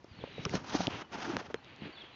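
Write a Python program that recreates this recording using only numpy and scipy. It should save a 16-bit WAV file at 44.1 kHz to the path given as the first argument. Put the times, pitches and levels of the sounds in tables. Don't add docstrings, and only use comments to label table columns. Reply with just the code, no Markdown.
import sys
import numpy as np
from scipy import signal
from scipy.fft import rfft, irfft, next_fast_len
from scipy.io import wavfile
from scipy.ndimage import map_coordinates

SR = 44100
rng = np.random.default_rng(int(sys.argv[2]) if len(sys.argv) > 2 else 0)


def generate_wav(signal):
    frames = np.transpose(np.atleast_2d(signal))
    scaled = np.clip(frames, -1, 1) * 32767
    pcm = np.round(scaled).astype(np.int16)
    wavfile.write(sys.argv[1], SR, pcm)


N = 94815


def amp(db):
    return 10 ** (np.asarray(db) / 20)


def unit(x):
    return x / np.sqrt(np.mean(x ** 2) + 1e-20)


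def gains(rows):
    times, *columns = np.transpose(rows)
    return [amp(np.interp(np.arange(N) / SR, times, db)) for db in columns]


def wobble(rate):
    return map_coordinates(rng.standard_normal(2000), [np.arange(N) * rate / SR], mode="wrap")


def filtered(x, response):
    size = next_fast_len(N + 8192)
    return irfft(rfft(x, size) * response(np.fft.rfftfreq(size, 1 / SR)), size)[:N]


def coloured(x, tone):
    points_hz, db = np.transpose(tone)
    return unit(filtered(x, lambda hz: amp(np.interp(np.log(hz + 1), np.log(points_hz), db))))


def noise(tone):
    return coloured(rng.standard_normal(N), tone)


def bristles(slips_per_s=2200, share=0.34):
    slips = (rng.random(N) < slips_per_s / SR) * rng.standard_normal(N)
    return np.sqrt(share) * unit(slips) + np.sqrt(1 - share) * rng.standard_normal(N)


def add(track, start, sound):
    part = track[max(0, round(start * SR)):][:len(sound)]
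    part += sound[:len(part)]


# frequency in Hz, relative level in dB.
AIR_TONE = [(20, -2), (100, 5.5), (280, -3), (500, -5), (900, -0.5), (2000, -10), (3500, -15), (6000, -19),
            (7500, -21.5)]


def air(level_db=-63.5):
    return amp(level_db) * noise(AIR_TONE)


# time in seconds, relative level in dB.
RUMBLE_LEVELS = [(0, -64), (.08, -61), (.12, -63), (.16, -57.5), (.22, -46), (.3, -54.5), (.36, -57.5),
                 (.41, -45.5), (.47, -50), (.5, -40.5), (.575, -43), (.61, -48), (.66, -50.5), (.71, -44),
                 (.84, -48), (.94, -39), (1.0, -61), (1.09, -62), (1.17, -44), (1.23, -63), (1.3, -41),
                 (1.38, -50), (1.44, -56.5), (1.5, -51.5), (1.6, -62.5), (1.78, -56.5), (1.86, -47),
                 (1.96, -79), (2.04, -82), (2.15, -52)]
HISS_LEVELS = [(0, -82), (.1, -63.5), (.17, -59.5), (.24, -53.5), (.33, -53), (.42, -50.5), (.48, -55.5),
               (.62, -77.5), (.89, -56.5), (.93, -45.5), (1.0, -50), (1.04, -77), (1.1, -63), (1.58, -70),
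               (1.68, -55.5), (1.78, -59.5), (1.85, -48), (1.92, -56.5), (2.03, -54.5), (2.1, -58),
               (2.15, -58)]
# frequency in Hz, relative level in dB.
RUMBLE_TONE = [(20, -27.5), (45, -21.5), (70, -10), (120, -4), (200, -7.5), (300, -7), (600, -19.5),
               (2000, -70)]
HISS_TONE = [(300, 5.5), (700, 2.5), (1200, 0), (2000, 4), (2800, 6), (3600, 0), (4700, -7), (5700, -32.5),
             (7000, -36.5)]


def wheels():
    rumble_volume, = gains(RUMBLE_LEVELS)
    hiss_volume, = gains(HISS_LEVELS)
    unevenness = amp(-4 + 3.8 * wobble(rate=29))
    rumble = rumble_volume * unevenness * noise(RUMBLE_TONE)
    return rumble + hiss_volume * coloured(bristles(), HISS_TONE)


# start in seconds, level in dB, pitch in Hz, seconds to fade by 60 dB,
# then grit and overtone in dB compared with the main note.
CLAW_AND_FITTING_CLICKS = [(.0432, -50, 5400, 0.0056, 1, -10), (0.4515, -26, 2640, 0.0055, -3.5, -8.5),
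                           (0.4528, -21, 2800, 0.005, -10, 1), (.4615, -29.5, 1280, 0.0082, -16, -25),
                           (0.4948, -31.5, 2110, 0.0086, -2, -18), (.553, -34, 3250, 0.014, 9, 1),
                           (0.746, -25.5, 1650, 0.0041, -16, -21), (0.8704, -13.5, 3060, 0.0035, -5, -13.5),
                           (1.3676, -13.5, 1540, 0.003, -5, -10), (1.5436, -28.5, 3220, 0.0071, -9.5, -30),
                           (1.5433, -20.5, 1685, 0.0047, -9, -12), (1.646, -42.5, 3700, 0.0057, -5, -15),
                           (1.762, -54, 4380, 0.0068, 10.5, -6), (2.021, -56, 4500, 0.0047, 5, 5)]


def clicks(attack_s=0.0001, overtone_hz=5590):
    out, t = np.zeros(N), np.arange(SR // 20) / SR
    for start, db, hz, fade_s, grit_db, overtone_db in CLAW_AND_FITTING_CLICKS:
        ring = np.sin(2 * np.pi * hz * t) - amp(overtone_db) * np.sin(2 * np.pi * overtone_hz * t)
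        crack = amp(grit_db) * rng.standard_normal(len(t))
        rise = 1 - np.exp(-t / attack_s)
        add(out, start, amp(db) * (ring + crack) * rise * amp(-60 * t / fade_s))
    return out


# start in seconds, relative level in dB, pitch in Hz, seconds to fade by 60 dB.
CART_JOLTS = [(0.0446, -35.5, 372, 0.01), (0.113, -44.5, 87, 0.062), (0.188, -37, 143, 0.02),
              (0.2391, -24.5, 470, 0.012), (.274, -45.5, 550, 0.044), (0.3809, -33.5, 460, 0.025),
              (0.3916, -33, 169, 0.057), (0.3995, -32, 151, 0.025), (0.453, -19, 1170, 0.0073),
              (0.457, -32.5, 173, 0.041), (0.461, -26.5, 118, 0.031), (0.466, -33, 403, 0.055),
              (0.5383, -24, 567, 0.016), (0.5421, -20, 198, 0.015), (0.548, -32.5, 190.5, 0.094),
              (0.554, -19.5, 316, 0.0092), (.574, -35.5, 85, 0.034), (0.743, -21.5, 265, 0.01),
              (0.7456, -21.5, 533, 0.011), (.7498, -18, 294, 0.03), (.794, -34.5, 182.4, 0.19),
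              (0.8046, -24, 252, 0.021), (0.8055, -21.5, 770, 0.013), (0.871, -26.5, 202, 0.021),
              (0.8789, -16, 276, 0.013), (1.2969, -27.5, 329, 0.035), (1.3676, -32, 244, 0.036),
              (1.3683, -20.5, 640, 0.0064), (1.413, -36.5, 440, 0.02), (1.5011, -34.5, 454, 0.015),
              (1.508, -32, 326, 0.0089), (1.5435, -20, 441, 0.018), (1.5544, -41, 450, 0.018),
              (1.586, -39.5, 746, 0.0079), (1.82, -34.5, 208, 0.041), (1.8332, -39, 199, 0.044),
              (1.871, -52, 258, 0.037), (2.037, -46.5, 320, 0.03)]
# pitch in Hz, level in dB compared with the thud.
FRAME_NOTES = [(530, -18.5), (690, -18), (880, -25.5), (1280, -25)]
# frequency in Hz, relative level in dB.
SCUFF_TONE = [(100, -37), (400, 11), (900, 10), (1800, -17), (4000, -13), (7000, -31)]


def knocks(attack_s=0.00085, scuff_db=-15, scuff_fade_s=0.017, ring_fade_s=0.022):
    out, t = np.zeros(N), np.arange(SR // 10) / SR
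    for start, db, hz, fade_s in CART_JOLTS:
        thud = np.sin(2 * np.pi * hz * t) * amp(-60 * t / fade_s)
        scuff = noise(SCUFF_TONE)[:len(t)] * amp(scuff_db - 60 * t / scuff_fade_s)
        notes = sum(amp(note_db) * np.sin(2 * np.pi * (note_hz * t + rng.random()))
                    for note_hz, note_db in FRAME_NOTES)
        ring = notes * amp(-60 * t / ring_fade_s)
        rise = 1 - np.exp(-t / attack_s)
        add(out, start, amp(db + 3.5) * (thud + scuff + ring) * rise)
    return out


# start in seconds, length in seconds, first pitch in Hz, last pitch in Hz,
# when the pitch slides (0 is the start, 1 the end), relative level in dB.
BIRD_WHISTLES = [(.085, .066, 4750, 4100, .68, -66.5), (.162, .06, 4430, 3250, .72, -55.5),
                 (.31, .125, 3980, 3850, .3, -61), (1.017, .051, 3080, 2990, .6, -68),
                 (1.563, .025, 4300, 4060, .5, -68), (1.635, .024, 3830, 3750, .5, -64),
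                 (1.793, .027, 4650, 3920, .45, -63), (1.924, .063, 4530, 3400, .59, -52),
                 (1.987, .043, 4450, 3200, .38, -50), (2.03, .045, 3420, 3160, .68, -60),
                 (2.128, .04, 4020, 3980, .5, -61.5)]


def bird(slide_s=0.0099, louder_db_per_octave=24.5):
    out = np.zeros(N)
    for start, length, first_hz, last_hz, moment, db in BIRD_WHISTLES:
        t = np.arange(int(length * SR)) / SR
        slide = (1 + np.tanh((t - moment * length) / slide_s)) / 2
        waver = 1 + 0.0063 * wobble(rate=60)[:len(t)]
        hz = (first_hz + (last_hz - first_hz) * slide) * waver
        flutter = amp(1.5 * wobble(rate=110)[:len(t)])
        volume = amp(db + 3 + louder_db_per_octave * np.log2(last_hz / hz))
        edges = np.abs(np.sin(np.pi * t / length)) ** 0.16
        add(out, start, flutter * volume * edges * np.sin(2 * np.pi * np.cumsum(hz) / SR))
    return garden(out)


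def garden(x, swell_s=0.02, fade_s=0.28, echo_db=-6.5):
    t = np.arange(SR // 2) / SR
    tail = rng.standard_normal(len(t)) * amp(-60 * t / fade_s) * (1 - np.exp(-t / swell_s))
    echo = signal.fftconvolve(x, tail / np.linalg.norm(tail))[:N]
    return x + amp(echo_db) * echo


# time in seconds, then relative levels of the rush and the fizz in dB.
FUR_STROKES = [(0, -91, -85.5), (.37, -83, -74.5), (.44, -58, -62), (.475, -56.5, -71.5),
               (.505, -54.5, -56.5), (.535, -45, -55.5), (.556, -39.5, -45), (.58, -43, -57.5),
               (.615, -56, -68), (.655, -51, -65), (.686, -46.5, -54), (.73, -42.5, -53),
               (.756, -36.5, -40.5), (.783, -44.5, -53.5), (.81, -40.5, -46.5), (.855, -44.5, -54.5),
               (.885, -46.5, -64.5), (.91, -43.5, -59.5), (.97, -48, -61), (1.018, -41.5, -58),
               (1.038, -57.5, -79), (1.095, -69, -87), (1.128, -44.5, -59.5), (1.18, -44, -61),
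               (1.23, -39, -52.5), (1.28, -44.5, -59.5), (1.31, -41.5, -56), (1.36, -43.5, -63.5),
               (1.38, -48.5, -61.5), (1.402, -42, -56), (1.43, -55, -70.5), (1.465, -51, -66.5),
               (1.485, -63.5, -79), (1.515, -52, -69.5), (1.532, -66.5, -84), (1.555, -53, -74),
               (1.58, -62.5, -90), (1.81, -70.5, -85.5), (1.86, -56.5, -76), (1.91, -60.5, -89),
               (2.15, -67.5, -89)]
# frequency in Hz, relative level in dB.
RUSH_TONE = [(100, -7.5), (250, 1), (450, -4.5), (700, -1), (880, 1), (1050, -2.5), (1400, -2.5),
             (2200, -9), (3200, -11.5), (4500, -29), (7000, -25.5)]
FIZZ_TONE = [(1000, -53), (2500, -2.5), (4000, 1.5), (5600, 1), (6500, -0.5), (7500, -17)]


def fur():
    rush_volume, fizz_volume = gains(FUR_STROKES)
    pressure = amp(1.63 * wobble(rate=96))
    rush = rush_volume * coloured(bristles(), RUSH_TONE)
    fizz = amp(3.5) * fizz_volume * coloured(bristles(), FIZZ_TONE)
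    return pressure * (rush + fizz)


# start in seconds, length in seconds, relative level in dB, pitch in Hz.
FRAME_DRONES = [(1.261, 0.072, -39, 320), (1.324, 0.057, -39.5, 269), (1.809, 0.11, -49.5, 290)]


def drones(half_width_hz=79):
    out = np.zeros(N)
    for start, length, db, hz in FRAME_DRONES:
        hum = filtered(rng.standard_normal(N), lambda f: 1 / (1 + ((f - hz) / half_width_hz) ** 2))
        swell = np.sin(np.linspace(0, np.pi, int(length * SR)))
        add(out, start, amp(db + 0.5) * swell * unit(hum[:len(swell)]))
    return out


def scene():
    return (air() + wheels() + clicks() + knocks() + bird() + fur() + drones())[None]


def record(dry, low_cut_hz=53.4, dull_hz=6660, top_hz=7400):
    x = signal.sosfilt(signal.butter(2, low_cut_hz, "high", fs=SR, output="sos"), dry[0])
    x = filtered(x, lambda hz: 1 / np.sqrt(1 + (hz / dull_hz) ** 20))
    return filtered(x, lambda hz: 1 / np.sqrt(1 + (hz / top_hz) ** 46))[None]


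dry = scene()
out = record(dry)
generate_wav(out)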